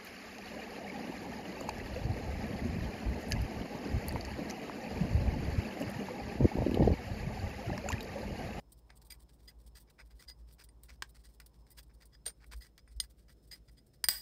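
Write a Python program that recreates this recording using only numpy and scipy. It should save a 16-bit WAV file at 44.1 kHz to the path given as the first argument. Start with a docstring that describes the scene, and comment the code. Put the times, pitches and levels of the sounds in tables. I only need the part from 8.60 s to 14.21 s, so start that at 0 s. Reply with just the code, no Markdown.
"""In a kitchen, close up, scissors snip quickly through wet minced food in a small hand-held glass bowl.
Each stroke is a short burst of grainy noise, coloured as steel and partly as damped glass modes.
Now and then a blade tip clinks on the glass: a tap, noisy chatter, a thud in the palm and a room wash.
Faint stirring fills in; a low appliance hum wavers over room noise with a dull band and a thin whistle."""
import sys
import numpy as np
from scipy import signal
from scipy.fft import rfft, irfft
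from scipy.io import wavfile
from scipy.ndimage import uniform_filter1d

SR = 44100
rng = np.random.default_rng(int(sys.argv[2]) if len(sys.argv) > 2 else 0)


def voltage_ratio(level):
    """Linear amplitude factor for a level in decibels (scalar or array-like)."""
    return 10 ** (np.asarray(level, float) / 20)


def waveform_to_disk(signal):
    """Save audio, clipped to [-1, 1], as 16-bit WAV at the path in sys.argv[1]."""
    frames = np.transpose(np.atleast_2d(signal))
    scaled = np.clip(frames, -1, 1) * 32767
    samples = np.round(scaled).astype(np.int16)
    wavfile.write(sys.argv[1], SR, samples)


N = 247401
SIZE = 8192  # samples per touch
T = np.arange(SIZE) / SR
F = np.maximum(np.fft.rfftfreq(SIZE, 1 / SR), 1)


def snips():
    """Scissor strokes: fibres part and steel scrapes as the blades close."""
    # blade strokes: (half-rise time [s], nominal length [s], level [dB],
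    # brightness before weighting [dB], glass ring [dB])
    strokes = [(0.0, 0.0075, -79, 3, -7), (0.12, 0.0096, -69, 9.5, -0.5), (0.295, .01, -75, -14.5, -7),
               (0.303, 0.033, -81.5, -16, 1.5), (0.355, .008, -75.5, 8, 1.5), (.368, 0.0062, -71.5, 4, -14),
               (.415, 0.014, -70.5, 1, -16), (.45, 0.022, -72.5, 5, -11), (0.503, 0.022, -57, 2.5, 9),
               (0.539, 0.012, -71.5, -2.5, -20), (0.596, 0.0089, -74, 1.5, -14),
               (0.614, 0.018, -74, 3, -16), (0.687, 0.022, -75, -2.5, -22), (0.725, 0.018, -79.5, 2, -11),
               (0.788, 0.03, -78.5, -2.5, -17), (0.828, 0.038, -78.5, 1.5, -17),
               (0.876, 0.019, -63.5, -2.5, 7.5), (0.9, .011, -74, -7.5, -18), (0.99, 0.024, -78.5, 2, -14),
               (1.064, .019, -70, 2.5, -25), (1.153, 0.034, -63, -2.5, -1), (1.197, .031, -72.5, 5.5, -11),
               (1.273, 0.031, -83, -13.5, 5), (1.299, 0.0062, -67, -2.5, -14),
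               (1.386, 0.031, -66.5, -14.5, 2), (1.452, 0.024, -78.5, 0, -12), (1.503, 0.023, -74, -5, -7),
               (1.551, 0.039, -81.5, 1, -14), (1.593, 0.023, -65, -3.5, -1), (1.617, 0.029, -65, -3.5, -27),
               (1.679, 0.038, -61, -2.5, 7), (1.791, 0.029, -81, -2, -14), (1.88, 0.05, -75.5, -3, -7),
               (1.922, 0.021, -73.5, 8, -19), (1.989, 0.043, -65, -6.5, -4.5), (2.038, 0.013, -69, 6, -3.5),
               (2.233, 0.032, -71.5, 0.5, -27), (2.287, 0.029, -65.5, -9, -25),
               (2.324, 0.033, -74, -3, -11), (2.442, 0.025, -82, -11, -6), (2.49, 0.0083, -69, 7, -3),
               (2.547, 0.028, -68.5, -4, -27), (2.59, .032, -78, 0, -17), (2.64, 0.028, -65.5, -1, -0.5),
               (2.687, 0.026, -77, 0.5, -11), (2.733, 0.024, -78, 4, -14), (2.803, 0.014, -71, -11, -1),
               (2.861, 0.0089, -69, 6, -14), (2.935, 0.029, -80.5, -3, -13), (2.99, 0.026, -83.5, 1, -20),
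               (3.061, 0.043, -80, -3.5, -18), (3.104, 0.019, -69, 12, 4.5), (3.173, 0.029, -60, -2.5, -3),
               (3.227, .009, -76.5, 4, -4), (3.296, 0.019, -83, -14, -13), (3.336, 0.016, -78, 4.5, -10),
               (3.408, 0.03, -66.5, -6.5, -4.5), (3.455, 0.013, -75.5, 8, -11),
               (3.526, 0.027, -73, -8.5, 6), (3.659, 0.024, -47, -3.5, 6), (3.686, 0.023, -61.5, -3, -11),
               (3.804, .045, -74, -10.5, -19), (3.863, 0.014, -79, 5.5, -16),
               (3.916, 0.028, -58.5, -6.5, -7.5), (3.96, .032, -74.5, 6, -2), (4.008, 0.029, -65, -1, 6.5),
               (4.038, 0.034, -67, -4.5, -1), (4.181, 0.014, -71, -8.5, 2), (4.277, 0.02, -89, -13, 9),
               (4.311, 0.022, -74, -1.5, -12), (4.359, 0.025, -83, 3, -10), (4.427, .025, -64.5, -1.5, -3),
               (4.498, 0.018, -75.5, 2, -17), (4.584, 0.022, -74, -2, -18), (4.684, 0.028, -69.5, -7, 2),
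               (4.713, .016, -73, 1, -8.5), (4.828, 0.033, -81.5, 2, -18), (4.874, 0.015, -77.5, 6, -14),
               (4.914, 0.029, -57, -0.5, 8), (4.947, 0.03, -68, -3, -19), (5.079, 0.018, -73.5, -6, 0),
               (5.17, 0.021, -74, 0.5, 7.5), (5.263, 0.023, -83.5, 6, -12),
               (5.335, 0.019, -74.5, -1.5, -4.5)]
    out = np.zeros(N)
    for s, length_s, db, bright_db, glass_db in strokes:
        add_stroke(out, s, length_s, db, bright_db, glass_db)
    return out


def stirring():
    """Faint stirring of the food: weak strokes spread evenly with random jitter."""
    count = 50
    out = np.zeros(N)
    for i in range(count):
        s = (i + rng.random()) * N / SR / count
        db = -87 + 3 * rng.standard_normal()
        bright_db = 2.7 + 3 * rng.standard_normal()
        add_stroke(out, s, 0.025, db, bright_db, glass_db=-17.5)
    return out


def add_stroke(out, s, length_s, db, bright_db, glass_db):
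    """Dense tiny ticks, as noise with a stepped level; pressure swells, then lets go."""
    grain = int(0.00075 * SR)
    ticks = rng.standard_normal(SIZE)
    ticks = ticks * voltage_ratio(0.5 * np.repeat(rng.standard_normal(SIZE), grain)[:SIZE])
    ticks = ticks * voltage_ratio(3.5 * np.repeat(rng.standard_normal(SIZE // 128), 128))  # clumps
    lead_s, swell_s = 0.26 * length_s, 0.53 * length_s
    fall_s = 0.0087 + 0.28 * length_s
    arch = np.sin(np.pi / 2 * np.clip(T / (2 * lead_s), 0, 1)) ** 2
    pressure = arch * np.exp(-np.maximum(T - lead_s - swell_s, 0) ** 2 / fall_s ** 2)
    hard_db = db + 57.5
    # where the glass rings, both ends of the scrape sink
    ends_db = -1.0 - 0.7 * max(glass_db + 2.5, 0)
    # hard strokes stir the 9 kHz shape
    third_db = -6.5 + 1.26 * max(hard_db, 0) + 0.3 * bright_db
    scrape, ring = contact(ends_db - 1.16 * bright_db, ends_db + 1.12 * bright_db, glass_db, third_db,
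                           follow=0.1, scatter_db=4.5, hollow_db=1.5)
    # a hard stroke also rocks the bowl in the palm
    rock = voltage_ratio(-16.5 + 0.73 * hard_db) * rfft(unit(irfft(palm(550, 0.4))))
    source = rfft(ticks / ticks.std() * pressure)
    add(out, s - lead_s, voltage_ratio(db) * irfft(source * (scrape + ring + rock)))


def clinks():
    """Blade tip on glass: tap and chatter; a longer set wash time gives longer chatter, louder wash."""
    # blade-tip blows: (time [s], level as if 1 ms long [dB], low knock [dB], top hiss [dB],
    # glass ring [dB], t60 of the wash, also sets the chatter [s])
    blows = [(0.3036, -57, 10, -19, -3, 0.091), (2.0889, -68.5, 1.5, -26, 15.5, 0.08),
             (2.235, -62.5, -3, 10, -12, 0.063), (2.423, -35.5, 7.5, -14, -27, 0.076),
             (2.801, -53.5, 7.5, -0.5, 0, 0.11), (3.8432, -67, 16.5, -4, -11, 0.045),
             (4.179, -54.5, 0.5, -6.5, -6, 0.064), (4.2764, -76, 20.5, -23, 12, 0.15),
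             (4.401, -26.5, -16.5, -17, 2.5, 0.055), (5.441, -28.5, -2.5, -6.5, 7, .068),
             (5.486, -24.5, -1, 4.5, 7.5, 0.31)]
    out = np.zeros(N)
    for s, db, low_db, top_db, glass_db, t60_s in blows:
        third_db = -4.0 + 0.45 * glass_db - 0.25 * top_db  # a ringing, dull blow favours 9 kHz
        chatter_s = 0.0077 * np.sqrt(t60_s)
        rattle = rng.standard_normal(SIZE) * (1 - np.exp(-T / 0.0011)) * np.exp(-T / chatter_s)
        rattle = rfft(unit(rattle))
        scrape, ring = contact(low_db, top_db, glass_db, third_db,
                               follow=0.4, scatter_db=1.5, hollow_db=2.0)
        # the tap rings the glass; the chatter after it is mostly steel noise
        steel = irfft((0.95 + rattle) * scrape)
        glass = irfft((1 + 0.46 * rattle) * ring)
        thud = unit(irfft((1 + rattle) * palm(200, 0.53)))
        steel = steel + voltage_ratio(-22 + 0.39 * low_db) * thud
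        echo = room_wash(glass + 0.83 * steel, t60_s)
        add(out, s, voltage_ratio(db) * np.sqrt(0.001 * SR) * (steel + glass + echo))
    return out


def room_wash(sound, t60_s):
    """Kitchen reverberation: convolution with noise that builds up, then decays exponentially."""
    wash = rng.standard_normal(SIZE) * (1 - np.exp(-T / 0.013)) * 1000. ** (-T / t60_s)
    wash = unit(wash * np.clip(6 * (1 - T / T[-1]), 0, 1))  # fade the end
    gain = voltage_ratio(-7) * (t60_s / 0.27) ** (1.33 / 2)  # a longer wash is louder
    return gain * signal.fftconvolve(sound, wash)[:SIZE]


def contact(low_db, top_db, glass_db, third_db, follow, scatter_db, hollow_db):
    """Spectra of one touch: broad steel scrape and damped bowl modes, varied at random each time."""
    # colour of steel scraping inside the bowl: (frequency [Hz], gain [dB])
    steel_colour = [(200, -16.5), (500, -4), (950, -1), (1250, 0.5), (1550, 4), (2250, 3.5), (2720, -1),
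                    (3200, 3), (4800, 8), (5700, 4), (6600, -1.5), (7500, 3), (8500, 9.5), (11400, -2),
                    (14500, 4.5), (15700, 3.5), (16100, -51.5)]
    # glass bowl, each ring shape a close group that dies away quickly: (nominal frequency [Hz], nominal level
    # [dB], t60 before scaling [s])
    modes = [(1760, -13, .03), (1975, -7, .05), (2017, -6, .07), (2290, -5, .025), (3500, -5, .02),
             (4872, -4, .045), (4925, 0, .07), (5038, -3, .045), (6620, -10, .03), (8420, -7, .025),
             (8780, -3, .04), (8865, 0, .065), (10940, -14, .03), (13590, -3, .05), (13653, -4, .065),
             (13760, -8, .035)]
    tilt = curve([(2600, low_db), (3100, 0.0048), (6500, 0.017), (9300, 0.98 * top_db), (12000, top_db)], F)
    # random bumps and dips vary the colour of each touch
    bumps_db = hollow_db * rng.standard_normal(36)
    ripple = curve(np.transpose([np.geomspace(300, 16000, num=36), bumps_db]), F)
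    scrape = curve(steel_colour, F) * tilt * ripple
    middle = scrape[(F > 3000) & (F < 7500)]
    scrape = scrape / np.sqrt(2 * np.sum(middle ** 2) / SIZE)
    hz, db, t60_s = np.transpose(modes)[:, :, None]
    # each ring shape's pitch and decay vary a little at random
    hz = hz * (1 + 0.003 * rng.standard_normal(hz.shape))
    t60_s = 0.75 * t60_s * voltage_ratio(2.5 * rng.standard_normal(hz.shape))
    # the spot touched decides how much each ring shape is stirred
    spot = curve([(2400, follow * low_db), (3400, 0), (6800, 0), (8300, third_db), (11000, third_db),
                  (13500, 0.75 * top_db)], hz)
    gain = spot * voltage_ratio(db + scatter_db * rng.standard_normal(db.shape))
    ring = np.sum(gain * np.sin(2 * np.pi * hz * T) * 1000. ** (-T / t60_s), axis=0)
    ring = ring * (1 - np.exp(-T / 0.00095))  # the glass takes a few cycles to start
    ring = ring * (1 + 1.5 * np.exp(-T / 0.004))  # wet food soaks up the first loud swing fast
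    return causal(scrape), voltage_ratio(glass_db) * rfft(unit(ring))


def palm(hz, log_width):
    """Spectrum of the bowl moving in the palm: one broad hump on a log-frequency axis."""
    return causal(np.exp(-np.log(F / hz) ** 2 / log_width ** 2))


def causal(gain):
    """Minimum-phase spectrum with this gain, so nothing sounds before the touch."""
    cep = irfft(np.log(gain + 1e-9))
    cep[1:SIZE // 2] *= 2
    cep[SIZE // 2 + 1:] = 0
    return np.exp(rfft(cep))


def curve(points, hz):
    """Gain of (Hz, dB) points joined on a log-frequency axis."""
    f, db = np.transpose(points)
    return voltage_ratio(np.interp(np.log(hz), np.log(f), db))


def unit(x):
    """Scales to unit energy."""
    return x / np.sqrt(np.sum(x ** 2))


def walk(rate_hz):
    """Random levels held 1 / rate_hz s and smoothed twice; standard deviation near 0.5."""
    k = int(SR / rate_hz)
    held = np.repeat(rng.standard_normal(N // k + 1), k)
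    return 0.66 * uniform_filter1d(uniform_filter1d(held, k), k)[:N]


def add(out, s, sound):
    """Mixes one touch in at s seconds, cut at the end of the scene."""
    i = int(max(s, 0) * SR)
    out[i:i + SIZE] += sound[:N - i]


def hum():
    """Appliance hum: a low tone that throbs unevenly, swells, sinks and drifts, in a little rumble."""
    # hum before waver and throb: (time [s], level [dB])
    hum_levels = [(0.0, -62), (0.64, -59), (0.67, -69.5), (1.11, -54), (1.29, -69.5), (1.55, -53),
                  (1.64, -81), (1.67, -58.5), (3.84, -62), (4.0, -44.5), (4.05, -73.5), (4.3, -61),
                  (4.37, -45.5), (4.48, -63), (5.14, -62), (5.26, -77.5), (5.53, -52.5), (5.61, -66)]
    db = np.interp(np.arange(N) / SR, *np.transpose(hum_levels)) + 2.5 * walk(9.11)
    throb_hz = 11 * (1 + 0.798 * walk(6.5))
    throb = 1 + 0.64 * np.cos(2 * np.pi * np.cumsum(throb_hz) / SR)
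    hz = 55 + 1.6 * walk(8)
    tone = np.sqrt(2) * voltage_ratio(db) * throb * np.sin(2 * np.pi * np.cumsum(hz) / SR)
    low_band = signal.butter(2, [30, 80], "band", fs=SR, output="sos")
    rumble = signal.sosfilt(low_band, rng.standard_normal(N))
    return tone + voltage_ratio(-74) * rumble / rumble.std()


def kitchen():
    """Room noise: shaped noise, a drifting dull band, and a faint whistle of narrow-band noise."""
    # colour of the room noise: (frequency [Hz], relative gain [dB])
    air_colour = [(50, -28.5), (85, -13), (125, -7), (190, -14), (500, -21.5), (750, -30), (1000, -39),
                  (1350, -38.5), (2500, -45), (4000, -43), (6500, -47.5), (9000, -46.5), (11500, -51.5),
                  (15600, -44.5), (16000, -66)]
    # dull band before drift: (time [s], level [dB])
    drone_levels = [(0, -83), (.74, -79.5), (1.43, -83), (3.14, -84.5), (4.4, -93), (5.6, -103.5)]
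    hz = np.maximum(np.fft.rfftfreq(N, 1 / SR), 1)
    air = shaped_noise(curve(air_colour, hz))
    drone = shaped_noise(np.exp(-((hz - 900) / 300) ** 2))
    whistle = shaped_noise(np.exp(-((hz - 5200) / 130) ** 2))
    air_db = -68.5 + 1.1 * walk(2.2)
    drone_db = np.interp(np.arange(N) / SR, *np.transpose(drone_levels)) + 4.2 * walk(8)
    whistle_db = -89 + 5.5 * walk(7) + 3.5 * walk(18)
    return voltage_ratio(air_db) * air + voltage_ratio(drone_db) * drone + voltage_ratio(whistle_db) * whistle


def shaped_noise(gain):
    """Gaussian noise with this spectral gain, scaled to unit standard deviation."""
    x = irfft(rfft(rng.standard_normal(N)) * gain, N)
    return x / x.std()


def scene():
    """Sum of all layers, one channel."""
    return (snips() + stirring() + clinks() + hum() + kitchen())[None]


def roll_off(x):
    """The treble ends steeply here."""
    return signal.sosfilt(signal.butter(12, 16860, fs=SR, output="sos"), x)


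def record(dry):
    """The phone dulls the very top with a 16 kHz low-pass."""
    top = signal.butter(4, 16000, fs=SR, output="sos")
    mix = signal.sosfilt(top, dry)
    return roll_off(mix)


dry = scene()
out = record(dry)
waveform_to_disk(out)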